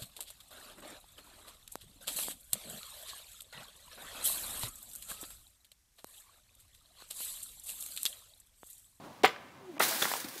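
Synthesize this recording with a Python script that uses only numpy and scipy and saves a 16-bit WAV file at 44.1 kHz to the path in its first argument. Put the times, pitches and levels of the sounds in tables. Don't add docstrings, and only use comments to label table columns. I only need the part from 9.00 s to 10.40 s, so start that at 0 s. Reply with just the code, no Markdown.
import sys
import numpy as np
from scipy import signal
from scipy.fft import rfft, irfft, next_fast_len
from scipy.io import wavfile
from scipy.ndimage import uniform_filter1d, map_coordinates

SR = 44100
rng = np.random.default_rng(int(sys.argv[2]) if len(sys.argv) > 2 else 0)


def inscribe(sig):
    pcm = np.round(np.clip(np.atleast_2d(sig).T, -1, 1) * 32767)
    wavfile.write(sys.argv[1], SR, pcm.astype(np.int16))


def invert_db(x):
    u = np.asarray(x, float) / 20
    return 10 ** u


N = 61739


def unit(x):
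    return x / np.sqrt(np.mean(x ** 2) + 1e-20)


def along(points, hz):
    f, v = np.transpose(points)
    return np.interp(np.log(hz + 1), np.log(f + 1), v)


def curves(rows):
    s, *cols = np.transpose(rows)
    return [np.interp(np.arange(N) / SR, s, c) for c in cols]


def gated(rows):
    before = [(rows[0][0] - .001, -150)]
    after = [(rows[-1][0] + .04, -150)]
    return invert_db(curves(before + list(rows) + after)[0])


def wobble(rate_hz):
    knots = rng.standard_normal(int(N * rate_hz / SR) + 4)
    return map_coordinates(knots, [np.arange(N) * rate_hz / SR])


def filtered(x, response):
    m = next_fast_len(N + SR // 2)
    return irfft(rfft(x, m) * response(np.fft.rfftfreq(m, 1 / SR)), m)[..., :N]


def resonant(x, peaks):
    def response(f):
        total = 0
        for k, (hz, width_hz, db) in enumerate(peaks):
            damping = 1j * f * width_hz
            total = total + (-1) ** k * invert_db(db) * damping / (hz * hz - f * f + damping)
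        return total
    return filtered(x, response)


def rush(spectrum, patchy_db):
    z = signal.stft(rng.standard_normal(N + 512), nperseg=512)[2]
    field = uniform_filter1d(rng.standard_normal(z.shape), 5, 0)
    field = uniform_filter1d(field, 6, 1)
    x = signal.istft(z * invert_db(patchy_db * unit(field)), nperseg=512)[1][:N]
    return unit(filtered(x, lambda hz: invert_db(along(spectrum, hz))))


def tail(x, t60s):
    hz, t, z = signal.stft(rng.standard_normal(SR), SR, nperseg=256)
    decay = invert_db(-60 * t / along(t60s, hz)[:, None])
    h = signal.istft(z * decay, SR, nperseg=256)[1]
    return signal.fftconvolve(np.pad(x, (300, 0)), h / np.linalg.norm(h))[:N]


def snap(s, db, contact_s):
    u = (np.arange(N) / SR - s) / contact_s * 2
    return invert_db(db) * (1 - u * u) * np.exp(-u * u / 2)


# (time [s], traffic level [dB], hiss level [dB])
AIR = [(0, -50.5, 1), (.05, -50, 5), (.09, -52.5, 2), (.14, -55, 3.5), (.22, -54.5, 2), (.5, -57.5, -0.5),
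       (.62, -58, -1.5), (.75, -55, 2.5), (1.4, -59.5, -8)]
# (frequency [Hz], density [dB per Hz])
TRAFFIC_COLOUR = [(18, -61), (30, -25), (113, -2), (321, -4), (437, -15), (530, -7), (1080, -8),
                  (1530, -19.5), (3000, -41), (3900, -24.5), (6600, -120)]
# (frequency [Hz], density [dB per Hz])
HISS_COLOUR = [(880, -9.5), (1500, -8), (1790, -7.5), (2070, -7), (15600, -22)]
SWELL_DB, HISS_DB = 1.5, -62.5


def street():
    traffic_db, hiss_db = curves(AIR)
    traffic = invert_db(traffic_db + SWELL_DB * wobble(13.25)) * rush(TRAFFIC_COLOUR, patchy_db=1.5)
    hiss = invert_db(HISS_DB + hiss_db) * rush(HISS_COLOUR, patchy_db=.8)
    return traffic + hiss


# (time [s], level [dB])
SHAKE = [(0.794, -43.5), (0.822, -29.5), (0.986, -38), (1.018, -33.5), (1.208, -43), (1.278, -51.5),
         (1.286, -49), (1.322, -48.5), (1.4, -48.5)]
# (time [s], gain over the rustle [dB])
FLICKS = [(.823, 3), (.833, 4), (.889, 4), (1.044, 3), (1.138, 4), (1.021, 5), (1.0245, 4), (1.118, 5),
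          (1.166, 6), (1.2005, 8), (1.2455, 9), (1.2855, 9), (1.3795, 8), (1.395, 5)]
# (frequency [Hz], density [dB per Hz])
RUSTLE_COLOUR = [(880, -29), (1500, -4.5), (1860, -4.5), (2650, -10), (3800, -4), (7930, -6.5), (12500, -6),
                 (15600, -6)]
# (frequency [Hz], density [dB per Hz])
BODY_COLOUR = [(71, -57), (120, -18), (277, -2.5), (560, -3), (668, -6), (729, 0), (4000, -10), (5200, -15),
               (8800, -120)]
NET_START_S = SHAKE[0][0]
FLICK_S, RUSTLE_DB = .0042, 1.5
GRAINS_PER_S, GRAIN_DB = 5000, -2
BODY_DB, BODY_FADE_DB_S = -36.5, 30.5


def rustle():
    shake_db, = curves([(NET_START_S - .002, -120)] + list(SHAKE))
    flicks = np.array(FLICKS)
    late_s = np.arange(N) / SR - flicks[:, :1]
    whips = (late_s > 0) * np.exp(-np.abs(late_s) / FLICK_S)
    shake_db = shake_db + flicks[:, 1] @ whips

    ticks = (rng.random(N) < GRAINS_PER_S / SR) * rng.standard_normal(N)
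    ticks = ticks * invert_db(GRAIN_DB * np.minimum(rng.exponential(size=N), 2))
    grains = unit(filtered(ticks, lambda hz: invert_db(along(RUSTLE_COLOUR, hz))))
    fibres = unit(.5 * grains + rush(RUSTLE_COLOUR, patchy_db=1.3))
    fizz = invert_db(shake_db + RUSTLE_DB + 1.1 * wobble(160)) * fibres

    t = np.arange(N) / SR - NET_START_S
    onset = np.clip((t - .004) / .0036, 0, 1)
    blow_db = 12.3 * np.exp(-np.abs(t) / .02)
    body_db = BODY_DB - BODY_FADE_DB_S * t + blow_db + .8 * wobble(68.8)
    return fizz + onset * invert_db(body_db) * rush(BODY_COLOUR, patchy_db=1.2)


# (time [s], peak [dB], pitch [Hz], length [cycles])
KNOCKS = [(0.2355, -23, 3800, 2.8), (.2395, -16, 764.5, 12), (0.2506, -22, 4420, 7),
          (.3620, -36, 1670, 3.4), (.3660, -49, 2200, 4), (0.2583, -22.5, 2040, 4.2),
          (.2625, -24.5, 2040, 9.7), (.2915, -34, 2100, 4), (0.7667, -36.5, 900, 0.73),
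          (.7700, -41.5, 685, 1.8), (0.781, -35, 1090, 0.9), (0.7797, -41.5, 2200, 2),
          (0.7974, -20, 9100, 2.1), (0.811, -36, 900, 7), (0.816, -26, 1500, 1), (0.8230, -21.5, 1620, 2.3),
          (.8043, -27, 815, 4.1), (.8035, -27.5, 2020, 5), (.8160, -32, 790, 3.3), (.8255, -32.5, 796, 1.6),
          (.8350, -25.5, 2210, 4), (0.8378, -30, 1380, 3), (.8200, -38.5, 281, 2.7),
          (0.887, -38, 4960, 6.1), (.9060, -40.5, 660, 24.6), (0.926, -29.5, 1700, 3.1),
          (1.0195, -22.5, 1510, 1.2), (1.0211, -22.5, 1750, 2.2), (1.0215, -27, 397, 0.56),
          (1.0234, -18, 3490, 10), (1.0257, -18.5, 1320, 1.3), (1.030, -25.5, 510, 1.3),
          (1.02, -44.5, 170, 1.5), (1.0440, -26.5, 1810, 3.8), (1.0539, -21, 1100, 1.47),
          (1.0552, -24, 1860, 1.7), (1.057, -23, 1520, 2), (1.0568, -32, 324, 1.1),
          (1.1157, -22.5, 900, 0.58), (1.118, -33, 1300, 1.2), (1.12, -27, 1850, 1),
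          (1.1553, -31, 900, 1.6), (1.2005, -46, 900, 1.3), (1.2450, -33, 268, 1.72),
          (1.2436, -37, 4440, 6.8), (1.361, -43, 390, 2.7), (1.3790, -36, 6560, 6.1)]
SPLASH_DB, SPLASH_S, SPLASH_REACH = -8, .014, 2.2


def knocks():
    out, t = np.zeros(N + SR), np.arange(SR // 20) / SR
    for s, db, hz, cycles in KNOCKS:
        u = t * hz / cycles * 3
        ring = -np.e * u * np.exp(-u) * np.sin(2 * np.pi * hz * t)
        low_cut = signal.butter(2, hz / 3, 'high', fs=SR, output='sos')
        ring = signal.sosfilt(low_cut, ring)
        top_hz = min(SPLASH_REACH * hz, SR * .4)
        band = signal.butter(3, [hz / 2, top_hz], 'band', fs=SR, output='sos')
        noise = unit(signal.sosfilt(band, rng.standard_normal(len(t))))
        noise = noise * np.minimum(t / .00011, 1)
        splash = invert_db(SPLASH_DB - 60 * t / (SPLASH_S + cycles / hz)) * noise
        out[round(s * SR):][:len(t)] += invert_db(db) * (ring + splash)
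    return out[:N]


TAP_S, TAP_DB = 1.1381, -20.5


def tap():
    dip = -snap(TAP_S, TAP_DB, .00016)
    rebound = snap(TAP_S + .0006, TAP_DB + .5, .00045)
    return dip + rebound - snap(TAP_S + .0012, TAP_DB - 10, .0005)


# (frequency [Hz], width [Hz], level [dB])
TWINE = [(660, 330, -5), (900, 150, -6), (1470, 190, 1), (2090, 120, 8), (3100, 830, -12)]
SLIP_HZ, SLIP_PEAK_S, SLIP_DB = 660, .8053, -12.5
SLIP_RISE_S, SLIP_FALL_S = .005, .006
SLIP_CONTACT_S, PLUCK_CONTACT_S = .00055, .00022


def stretch():
    k = np.arange(-4, 16)
    s = SLIP_PEAK_S + (k + .05 * np.abs(k) * rng.standard_normal(len(k))) / SLIP_HZ
    slope = np.where(k < 0, -k / SLIP_RISE_S, k / SLIP_FALL_S)
    db = SLIP_DB - 11 * slope / SLIP_HZ - 4.5 * (k != 0)
    db = db + .6 * rng.standard_normal(len(k))
    slips = sum(snap(a, b, SLIP_CONTACT_S) for a, b in zip(s, db))
    plucks = sum(snap(a, b, PLUCK_CONTACT_S) for a, b in zip(s, db))
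    return invert_db(-6.5) * slips + invert_db(-5.5) * plucks + invert_db(-.5) * resonant(plucks, TWINE)


# (time [s], pitch [Hz], level [dB])
HUM = [(.585, 398, -78), (.61, 392, -60), (.655, 383, -54), (.70, 352, -46), (.716, 330, -48),
       (.727, 305, -58), (.742, 282, -49), (.761, 284, -58), (.773, 316, -51), (.787, 312, -55),
       (.797, 305, -51)]
HUM_WANDER_HZ, HUM_FLUTTER_DB, HUM_END_S = 4, 2.5, .802


def puck():
    hz, db = curves(HUM)
    on, = curves([(HUM_END_S, 1), (HUM_END_S + .008, 0)])
    phase = 2 * np.pi * np.cumsum(hz + HUM_WANDER_HZ * wobble(58.0)) / SR
    tone = np.sin(phase) + invert_db(-19) * np.sin(2 * phase)
    return on * np.sqrt(2) * invert_db(db + HUM_FLUTTER_DB * wobble(50.3)) * tone


# (time [s], peak [dB], contact [s])
CHATTER = [
    (.2363, -20, .00025),
    (.2373, -17, .001),
    (.2402, -9, .0009),
    (.2425, -18, .0008),
    (.2443, -13, .0007),
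    (.2493, -15, .0005),
    (.2517, -15, .0004),
]
# (frequency [Hz], width [Hz], level [dB])
BOARD = [(415, 40, 0), (775, 120, -6), (975, 100, -2), (1630, 300, -6), (2100, 300, -3), (3300, 600, -8),
         (4350, 600, -11), (617, 50, -4)]
# (time [s], level [dB])
SCRAPE = [(0.2315, -39), (.2358, -44), (0.2371, -29), (.2455, -26.5), (.247, -21), (.254, -26),
          (0.261, -25.5), (0.269, -37.5), (.281, -33.5), (.284, -47), (.30, -44)]
# (frequency [Hz], density [dB per Hz])
SCRAPE_COLOUR = [(300, -6), (800, -3.5), (1600, -4.5), (2300, -5.5), (3500, -7.5), (4600, -13),
                 (6000, -22.5), (9000, -38)]
# (time [s], level [dB])
GRIT = [(.2335, -49), (.245, -45), (.248, -38), (.259, -37.5), (.266, -42), (.275, -50), (.31, -60),
        (.35, -74)]
# (frequency [Hz], density [dB per Hz])
GRIT_COLOUR = [(3240, -25), (5500, -13), (7160, -1), (7810, -2), (15500, -8)]
# (frequency [Hz], t60 [s])
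YARD = [(200, 0.17), (1000, 0.29), (3000, 0.19), (6000, 0.35), (14000, 0.16)]
# (frequency [Hz], t60 [s])
FAR = [(200, 0.51), (1500, 1.4), (4000, 0.85), (8000, 0.28)]
PUCK_HIT_S, PUCK_HIT_DB, PUCK_CONTACT_S = .2461, -3.8, .00023
RING_DB, DIRECT_DB, YARD_DB, FAR_DB = -1.5, -1.5, -12.5, -24
THIN_HZ = 110


def slapshot():
    blows = sum(snap(s, db, contact_s) for s, db, contact_s in CHATTER)
    crack = -snap(PUCK_HIT_S, PUCK_HIT_DB, PUCK_CONTACT_S)
    ring = invert_db(RING_DB) * resonant(blows + invert_db(-7) * crack, BOARD)
    scrape = gated(SCRAPE) * invert_db(1.5 * wobble(500)) * rush(SCRAPE_COLOUR, patchy_db=.8)
    grit = gated(GRIT) * invert_db(1.8 * wobble(354.4)) * rush(GRIT_COLOUR, patchy_db=5.0)
    direct = invert_db(DIRECT_DB) * blows + crack + scrape
    sent = direct + invert_db(-8) * ring
    echoes = invert_db(YARD_DB) * tail(sent, YARD) + invert_db(FAR_DB) * tail(sent, FAR)
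    heard = direct + ring + grit + echoes
    return filtered(heard, lambda hz: (1j * hz / (THIN_HZ + 1j * hz)) ** 2)


def scene():
    hits = stretch() + knocks() + tap()
    net_hits = hits * (np.arange(N) > NET_START_S * SR)
    near_echo = invert_db(-10.5) * tail(net_hits, [(300, .28), (8000, .11)])
    mix = street() + rustle() + hits + near_echo + puck() + slapshot()
    return mix[None]


def low_pass(x):
    return signal.sosfilt(signal.butter(12, 16950, fs=SR, output="sos"), x)


# (from [s], to [s], corner [Hz])
MUTES = [
    (.2275, .2310, 150),
    (.2270, .2332, 1100),
    (.2665, .2725, 6200),
    (.7845, .7930, 2000),
    (.7860, .7945, 1100),
]
LOW_CUT_HZ, TOP_HZ = 80, 15850
OPEN_FROM_S, OPEN_TO_S = .793, .812


def record(dry):
    t = np.arange(N) / SR

    def during(from_s, to_s):
        return uniform_filter1d(((t > from_s) & (t < to_s)) * 1., size=40)

    x = filtered(dry, lambda hz: 1j * hz / (LOW_CUT_HZ + 1j * hz))
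    for from_s, to_s, mute_hz in MUTES:
        dull = filtered(x, lambda hz: 1 / (1 + (hz / mute_hz) ** 10))
        x = x + during(from_s, to_s) * (dull - x)
    limited = filtered(x, lambda hz: np.clip((TOP_HZ - hz) / 250, 0, 1) ** 2)
    opened = invert_db(-27) * during(OPEN_FROM_S, OPEN_TO_S) * (x - limited)
    return low_pass(limited + opened)


dry = scene()
out = record(dry)
inscribe(out)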